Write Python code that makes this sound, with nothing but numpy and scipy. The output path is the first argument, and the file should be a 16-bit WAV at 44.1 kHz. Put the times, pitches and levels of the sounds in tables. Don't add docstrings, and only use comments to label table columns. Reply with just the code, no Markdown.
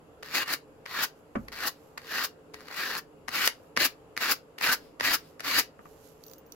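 import sys
import numpy as np
from scipy import signal
from scipy.fft import rfft, irfft, next_fast_len
from scipy.io import wavfile
from scipy.ndimage import uniform_filter1d, map_coordinates

SR = 44100
rng = np.random.default_rng(int(sys.argv[2]) if len(sys.argv) > 2 else 0)


def materialize(psi):
    bounded = np.clip(np.atleast_2d(psi).T, -1, 1)
    quanta = np.round(bounded * 32767).astype(np.int16)
    wavfile.write(sys.argv[1], SR, quanta)


N = 288855
TIME = np.arange(N) / SR


def amp(db):
    return 10 ** (np.asarray(db) / 20)


def unit(x):
    return x / np.sqrt(np.mean(x ** 2) + 1e-20)


def along(points, hz):
    f, v = np.transpose(points)
    return np.interp(np.log(hz + 1), np.log(f + 1), v)


def lifts(modes, hz):
    return sum(db / (1 + (2 * (hz - centre) / width) ** 2) for centre, width, db in modes)


def filtered(x, response):
    m = next_fast_len(x.shape[-1] + 8192)
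    return irfft(rfft(x, m) * response(np.fft.rfftfreq(m, 1 / SR)), m)[..., :x.shape[-1]]


def ring(x, colour, modes=(), size=4096):
    hz = np.fft.rfftfreq(size, 1 / SR)
    cepstrum = irfft(np.log(amp(along(colour, hz) + lifts(modes, hz))))
    body = irfft(np.exp(rfft(2 * cepstrum * (np.arange(size) < size // 2))))
    return signal.oaconvolve(x, body[None] / np.linalg.norm(body), axes=1)[:, :x.shape[1]]


def ports(x, sides):
    def gains(hz):
        pair = amp(np.outer([.5, -.5], along(sides, hz)))
        return pair / np.sqrt(np.mean(pair ** 2, axis=0))
    return filtered(x, gains)


def add(track, s, sound):
    rest = track[:, round(s * SR):]
    rest[:, :sound.shape[-1]] += sound[..., :rest.shape[1]]


def wobble(rate):
    return map_coordinates(rng.standard_normal(int(N * rate / SR) + 4), [TIME * rate], order=2)


def patches(shape, bins, frames):
    across_bins = uniform_filter1d(rng.standard_normal(shape), bins, axis=0)
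    return unit(uniform_filter1d(across_bins, frames, axis=1))


def swell(t, spread):
    return np.exp(-np.abs(t / (2 * spread)) ** 1.66)


def swells(rows):
    return sum(amp(db) * swell(TIME - s, spread) for s, db, spread in rows)


def struck(modes, t):
    return sum(amp(db - 60 * t / t60) * np.sin(2 * np.pi * hz * t) for hz, db, t60 in modes)


def plucks(level, rate, scatter_db, lead_ms, width_ms):
    chance = np.clip(rate / SR * (level / level.max()) ** .4, 1e-6, 1)
    luck, size, place = rng.random(N), rng.standard_normal(N), rng.standard_normal(N)
    at = np.flatnonzero(luck < chance)
    strength = unit(amp(scatter_db * np.clip(size, -2, 2)))
    push = (strength * rng.choice([-1, 1], N) * level / np.sqrt(chance))[at]
    delay = np.round((lead_ms + width_ms * place[at]) * SR / 1000).astype(int)
    late = np.clip(at + delay, 0, N - 1)
    return np.array([np.bincount(at, push, N), np.bincount(late, push, N)])


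def crack(t60, rattle, lead_samples=3, size=2048):
    burst = rng.standard_normal((2, size)) * amp(-60 * np.arange(size) / SR / t60)
    burst *= rattle / np.linalg.norm(burst, axis=1, keepdims=True)
    burst[[0, 1], [0, lead_samples]] += 1
    return burst / np.hypot(1, rattle)


# frequency in Hz, relative level in dB.
AIR_EQ = [(20, -18), (60, -9), (150, -8.5), (195, -12.5), (260, -6), (370, -10), (430, -3.5), (600, -9.5),
          (1350, -17.5), (1800, -25), (2300, -29.5), (3700, -35.5), (9000, -43), (16000, -46)]
# centre in Hz, width in Hz, lift in dB.
HUM_BANDS = [(160.8, 11, 10.5), (298, 24, 6), (430.8, 6.1, 10.5), (454.3, 4.8, 9), (528.3, 13, 8),
             (2760, 650, 7), (4740, 700, 4), (7270, 1230, 8.5), (11300, 1700, 11.5)]
# frequency in Hz, left-right likeness (1 is mono).
AIR_LIKENESS = [(60, 0.82), (400, 0.85), (900, 0.31), (2000, 0), (8000, 0.021)]
# frequency in Hz, left minus right in dB.
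AIR_PAN = [(60, -1.5), (400, -1), (1300, 0), (2200, -1), (2900, 13), (3800, 2), (6000, 1.5), (7300, -2.5),
           (9000, -9), (11300, -11), (13500, -2), (16000, 7)]


def room_tone():
    def mid_side_eq(hz):
        width = np.arccos(np.clip(along(AIR_LIKENESS, hz), -1, 1)) / 2
        return amp(along(AIR_EQ, hz) + lifts(HUM_BANDS, hz)) * [np.cos(width), np.sin(width)]
    spectrum = signal.stft(rng.standard_normal((2, N)), nperseg=1024)[2]
    drift_db = patches(spectrum.shape[1:], bins=8, frames=9)
    air = signal.istft(spectrum * amp(drift_db), nperseg=1024)[1][:, :N]
    mid, side = filtered(air, mid_side_eq)
    level = amp(-54.5 + 0.31 * wobble(7))
    return ports(level * unit(np.array([mid + side, mid - side])), AIR_PAN)


# frequency in Hz, t60 in seconds.
ROOM_DECAY = [(200, 0.19), (1500, 0.17), (5000, 0.17), (15000, 0.12)]


def room_reverb(x, wet_db):
    wet, block = np.zeros((2, N)), SR // 3
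    for start in range(0, N, block):
        hz, t, noise = signal.stft(rng.standard_normal((2, block)), SR, nperseg=256)
        tail = signal.istft(noise * amp(-60 * t / along(ROOM_DECAY, hz)[:, None]), SR, nperseg=256)[1]
        tail /= np.linalg.norm(tail[0])
        add(wet, start / SR + .003, signal.fftconvolve(x[:, start:start + block], tail, axes=1))
    return x + amp(wet_db) * wet


# peak time in seconds, level in dB, spread in seconds.
PALM_RUBS = [(1.19, -72, 0.014), (1.42, -69, .04), (1.85, -69.5, 0.049), (3.64, -70, 0.03),
             (5.29, -67, 0.03), (5.9, -64.5, .04), (6.065, -59, 0.034), (6.29, -63, 0.045),
             (6.54, -67, 0.021)]
# frequency in Hz, relative level in dB.
SKIN_EQ = [(400, -4), (1500, -10), (3500, -3), (7000, 1), (9000, -8), (12000, 4), (16000, -12)]
# frequency in Hz, left minus right in dB.
PALM_PAN = [(1000, 2), (3000, -6), (5000, -6.5), (8000, -15), (11500, -23), (15000, -10.5)]


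def palm():
    slips = plucks(swells(PALM_RUBS), rate=9000, scatter_db=8, lead_ms=0, width_ms=.1)
    return ports(ring(slips, SKIN_EQ), PALM_PAN)


# start in seconds, level in dB, click trim in dB.
WIRE_PINGS = [(6.238, -57, 11.5), (6.265, -47, -5), (6.282, -57, 7), (6.298, -62, 8), (6.314, -57.5, 10),
              (6.335, -51, 6), (6.382, -50, -7), (6.464, -55, -14), (6.522, -58.5, 17)]
# frequency in Hz, relative level in dB, t60 in seconds.
WIRE_MODES = [(4587, -22, .05), (5770, -16, 0.038), (6500, -16, 0.063), (12600, -18, .08),
              (14800, -0.5, 0.073)]


def wire_pings():
    wires, clicks, t = np.zeros((2, N)), np.zeros((2, N)), np.arange(SR // 4) / SR
    for s, db, click_db in WIRE_PINGS:
        for hz, mode_db, t60 in WIRE_MODES:
            left, right, detune = rng.standard_normal(3)
            envelope = amp(db + mode_db + 3 * np.array([[left], [right]]) - 60 * t / t60)
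            add(wires, s, envelope * np.sin(2 * np.pi * hz * (1 + 0.0048 * detune) * t))
        add(clicks, s, amp(db + click_db + 22) * crack(t60=0.009, rattle=5.1))
    clicks = ring(clicks, colour=[(2500, -15), (4500, -0.5), (9000, -13), (15000, -4.5)],
                  modes=[(5940, 310, 15), (12300, 500, 11)])
    return (wires + clicks) * amp([[-2.5], [2.5]])


# start in seconds, relative knock level in dB, boom level in dB.
TUB_KNOCKS = [(1.3538, -23, -63), (1.3565, -14, -20.5), (5.792, -32.5, -49), (5.856, -31, -61)]
# frequency in Hz, relative level in dB, t60 in seconds.
TUB_MODES = [(121, -20, 0.23), (221, -5, 0.12), (244, 8.5, 0.044), (400, -25, 0.14), (572, -12, 0.074)]
# frequency in Hz, relative level in dB.
KNOCK_EQ = [(100, 0), (550, 5.5), (850, -2.5), (1200, 5.5), (1800, -6), (2800, -16), (4000, -32),
            (7000, -32), (16000, -56)]
# centre in Hz, width in Hz, lift in dB.
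STEEL_BACK = [(1185, 73, 4.5), (1660, 30, 0), (1950, 150, 3.5), (2269, 39, 4), (2855, 23, 8),
              (3090, 27, 2.5), (4790, 130, 3), (5200, 78, 4.5)]


def tub():
    blows, boom, t = np.zeros((2, N)), np.zeros((2, N)), np.arange(SR // 2) / SR
    shudder_eq = [(20, -9), (45, 5), (110, -5.5), (300, -5.5), (900, -50)]
    wall, attack = struck(TUB_MODES, t), 1 - np.exp(-t / 0.0069)
    for s, db, boom_db in TUB_KNOCKS:
        add(blows, s, amp(db + 12) * crack(t60=0.076, rattle=1.5))
        rumble = unit(filtered(rng.standard_normal(len(t)), lambda hz: amp(along(shudder_eq, hz))))
        shudder = amp(-24.5 - 60 * t / 0.79) * rumble
        add(boom, s + 0.00923, amp(boom_db) * (wall + shudder) * attack)
    return ring(blows, KNOCK_EQ, STEEL_BACK) + boom


# start in seconds, level in dB.
LANDINGS = [(3.282, -48), (3.773, -36), (4.167, -45.5), (5.008, -44)]
# frequency in Hz, relative level in dB, t60 in seconds.
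HANDLE_MODES = [(76, -11, 0.21), (136, -6, .15), (249, 4, 0.092)]


def handle_thuds():
    out, t = np.zeros((2, N)), np.arange(SR // 4) / SR
    thud = struck(HANDLE_MODES, t) * (1 - np.exp(-t / 0.0027))
    for s, db in LANDINGS:
        add(out, s, amp(db) * thud)
    return out


# peak time in seconds, level in dB, spread in seconds.
HAIR_PULLS = [(1.75, -66, 0.031), (3.53, -61.5, 0.03), (4.84, -61, 0.035), (5.24, -61, 0.037)]
# frequency in Hz, relative level in dB.
FUR_EQ = [(1000, -6), (3000, -8), (4200, -7), (5100, -6.5), (6200, -17), (9000, -17), (12000, -14.5),
          (16000, -19.5)]


def fur_wisps():
    slips = plucks(swells(HAIR_PULLS), rate=12000, scatter_db=1, lead_ms=0.056, width_ms=0.067)
    return ring(slips, FUR_EQ, modes=[(5100, 540, 4)])


# time in seconds, relative level in dB,
# relative treble in dB, lead of the first corner in seconds.
FRAME_TAPS = [(0.2309, -21.5, -14, 0.0035), (0.4308, -17, -29, .002), (0.4805, -20.5, -10, 0.0019),
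              (0.537, -18.5, 3.5, .002), (0.8611, -21, -17.5, 0.0042), (1.4842, -26.5, -13, 0.0019),
              (1.9788, -19.5, -13.5, .0025), (2.5426, -23.5, -10.5, 0.0041), (2.607, -36, -7, 0.00091),
              (2.6842, -26.5, -13, .002), (2.712, -25, -17, 0.008), (3.2837, -17, -11, 0.0032),
              (3.2904, -23.5, -3, 0.0011), (3.4758, -5.5, 0, .001), (3.7738, -4, -14.5, 0.0077),
              (4.1759, -14.5, -8, .009), (4.5856, -24, -6.5, .0034), (4.612, -17, -9.5, 0.0022),
              (5.0085, -8.5, -15.5, 0.0094), (5.4051, -18.5, -12.5, 0.0087), (5.5973, -12, 3, 0.0022)]
# frequency in Hz, relative level in dB.
TAP_EQ = [(80, -33), (250, -8.5), (700, -1.5), (1200, 0), (1900, 4.5), (3300, -6.5), (4500, -2.5),
          (6500, -8.5), (8700, -16), (11500, -10.5), (16000, -23.5)]


def frame_taps(corner_db=-7.5, graze_lead_s=.004):
    blows, t = np.zeros((2, N)), np.arange(SR // 20) / SR
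    for s, db, treble_db, lead_s in FRAME_TAPS:
        shelf = lambda hz: amp((treble_db + 7.5) * hz ** 2 / (hz ** 2 + 5000 ** 2))
        for when, level_db in (s - lead_s, db + corner_db), (s, db):
            snap = crack(t60=.012, rattle=2.4)
            loose_teeth = amp(-9) * crack(t60=0.08, rattle=6.9)
            add(blows, when, amp(level_db + 10) * filtered(snap + loose_teeth, shelf))
        rise_s = lead_s + graze_lead_s
        graze = rng.standard_normal((2, len(t))) * swell(t - rise_s, rise_s / 2)
        add(blows, s - rise_s, amp(db - 31) * filtered(graze, shelf))
    return ring(blows, TAP_EQ, STEEL_BACK)


PULLS = [ (0.24, 0.12, 0.043, 0.18, -46.5, -26.5, -32, -50, 5.5, -1.5),
         (0.454, 0.043, 0.039, 0.081, -49, -33, -30, -27.5, -1.5, 0),
         (0.867, 0.13, 0.13, 0.17, -53.5, -30, -30.5, -23.5, -6, 1.5),
         (1.517, 0.13, 0.085, .16, -44.5, -30.5, -31, -23.5, -7, -10),
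         (1.987, 0.17, 0.096, 0.26, -59, -30, -34, -26, -3.5, -3),
         (2.542, 0.25, 0.094, .44, -56.5, -32.5, -35.5, -34, -2, -9),
         (3.293, 0.054, 0.042, .168, -52.5, -31, -28.5, -23, 0, 4),
         (3.778, .036, 0.03, .076, -42.5, -21.5, -26, -20.5, 0.5, 4),
         (4.179, 0.044, 0.034, 0.14, -52, -29.5, -27, -20.5, 1, -1.5),
         (4.592, 0.043, 0.023, 0.14, -48, -26, -27.5, -20, 2.5, -.5),
         (5.013, 0.037, 0.03, 0.13, -43, -26, -27, -19.5, 4.5, -2.5),
         (5.413, 0.041, 0.027, 0.18, -59, -32.5, -24, -20, -0.5, 6.5), ]


def stroke_envelopes(skim_bite_db=-2.5, skim_attack_s=0.0067, even_pull_db=-32, release_s=.022):
    skim, drag, bite, flick, left_s = np.zeros((5, N))
    for start, grip_s, sink_s, length_s, *levels in PULLS:
        skim_db, grip_db, end_db, flick_db, grip_bite_db, end_bite_db = levels
        span = slice(*np.searchsorted(TIME, [start, start + length_s + .06]))
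        t = TIME[span] - start
        travel = np.clip((t - grip_s) / (length_s - grip_s), 0, 1)
        sink_db = 20.5 * np.maximum((grip_s - t) / sink_s, 0) ** 1.31
        sag_db = 0.23 * (max(grip_db, end_db) - even_pull_db) * np.sin(np.pi * travel) ** 2
        release_db = 14 * np.maximum((t - length_s) / release_s, 0) ** 2
        pull = amp(grip_db + (end_db - grip_db) * travel - sink_db - sag_db - release_db)
        tips = amp(skim_db) * np.minimum(t / skim_attack_s, 1) * (t < grip_s)
        bite_db = grip_bite_db + (end_bite_db - grip_bite_db) * travel
        skim[span] += tips
        drag[span] += np.hypot(pull, tips)
        bite[span] = bite_db + (skim_bite_db - bite_db) * tips / (tips + pull + 1e-12)
        flick[span] += amp(flick_db) * swell(t - length_s, spread=.0065)
        left_s[span] = length_s - t
    return skim, drag, flick, np.arctan(amp(bite)), left_s


def locked_resonance(x, mesh, left_s):
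    hz, t, spectrum = signal.stft(x, SR, nperseg=512)
    grip = np.clip(np.interp(t, TIME, left_s) / 0.092, 0, 1) * np.sin(np.interp(t, TIME, mesh)) ** 2
    centre_hz = 1560 * 2 ** (0.9 * grip)
    hump_db = lifts([(centre_hz, 550, 3)], hz[:, None]) - .7
    shift_db = 1.8 * patches(spectrum.shape[1:], bins=4, frames=12)
    return signal.istft(spectrum * amp(hump_db + shift_db), SR, nperseg=512)[1][:, :N]


# frequency in Hz, relative level in dB.
PAD_EQ = [(100, -23.5), (260, -9.5), (500, -10), (880, -11), (1100, -2.5), (1450, -4), (1850, -2),
          (2100, -14.5), (3300, -13.5), (4500, -7), (6500, -21.5), (8700, -38), (12000, -23),
          (16000, -21.5)]
TEETH_EQ = [(200, -22.5), (1000, -6), (1900, 0.5), (2700, 2.5), (3400, -4), (4500, 2.5), (5500, -6),
            (7200, -8), (8700, -19.5), (10000, -15), (11700, -6), (16000, -12.5)]
FLICK_EQ = [(200, -21), (900, -3.5), (2000, -7), (3300, -3), (5000, 5), (7000, 0), (8700, -8.5), (11500, 3),
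            (16000, 3)]
# centre in Hz, width in Hz, lift in dB.
PAD_MODES = [(1170, 146, -0.5), (1510, 170, 3), (1630, 34, 3.5), (1890, 130, 1.5), (2490, 170, 2.5),
             (4030, 670, 0.5), (4700, 640, -1)]


def carding():
    skim, drag, flick, mesh, left_s = stroke_envelopes()
    drag = drag * amp(1.1 * wobble(110))
    on_pad, on_wire = drag * np.cos(mesh), drag * np.sin(mesh)
    pad = plucks(amp(-0.7) * on_pad, rate=9000, scatter_db=3, lead_ms=0.016, width_ms=.06)
    teeth = plucks(amp(2.5) * on_wire, rate=12000, scatter_db=3, lead_ms=.08, width_ms=.07)
    rasp = ring(pad, PAD_EQ, PAD_MODES) + ring(teeth, TEETH_EQ, STEEL_BACK)
    springs = plucks(amp(-1) * flick, rate=8900, scatter_db=1.5, lead_ms=0.065, width_ms=.08)
    spray = ring(springs, FLICK_EQ, STEEL_BACK)
    wisps = fur_wisps()
    strain = drag * (drag / drag.max()) ** 0.35 * np.sin(mesh) ** 2
    jolts = plucks(amp(-16.5) * strain, rate=2500, scatter_db=-1, lead_ms=0, width_ms=.1)
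    judder = ring(jolts, [(20, -21), (70, -2), (170, -12), (270, 7.5), (400, -5), (900, -33), (3000, -53)])
    snags = plucks(amp(-10) * drag, rate=170, scatter_db=4, lead_ms=0.083, width_ms=0.039)
    tips = plucks(amp(-3.5) * skim, rate=90, scatter_db=1.5, lead_ms=0.07, width_ms=0.046)
    ticks = ring(snags + tips, TAP_EQ, STEEL_BACK)
    return locked_resonance(rasp, mesh, left_s) + ticks + spray + wisps + judder


# frequency in Hz, left minus right in dB.
CARDER_PAN = [(250, .5), (500, -5), (950, 11.5), (1500, -1), (2200, 0.5), (3100, 4.5), (3600, 2.5),
              (4300, 2.5), (6000, 3), (9000, -1), (11500, -1.5), (12800, 1.5), (13700, 5), (16000, 25)]


def scene():
    carders = ports(carding() + frame_taps(), CARDER_PAN)
    foley = carders + handle_thuds() + tub() + wire_pings() + palm()
    return room_reverb(foley, wet_db=-13.5) + room_tone()


def record(dry, ceiling=.75, top_hz=16000):
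    rounded = dry / (1 + (dry / ceiling) ** 4) ** .25
    edge_hz = [top_hz - 250, top_hz, top_hz + 700]
    return filtered(rounded, lambda hz: amp(np.interp(hz, edge_hz, [0, -8, -100])))


dry = scene()
out = record(dry)
materialize(out)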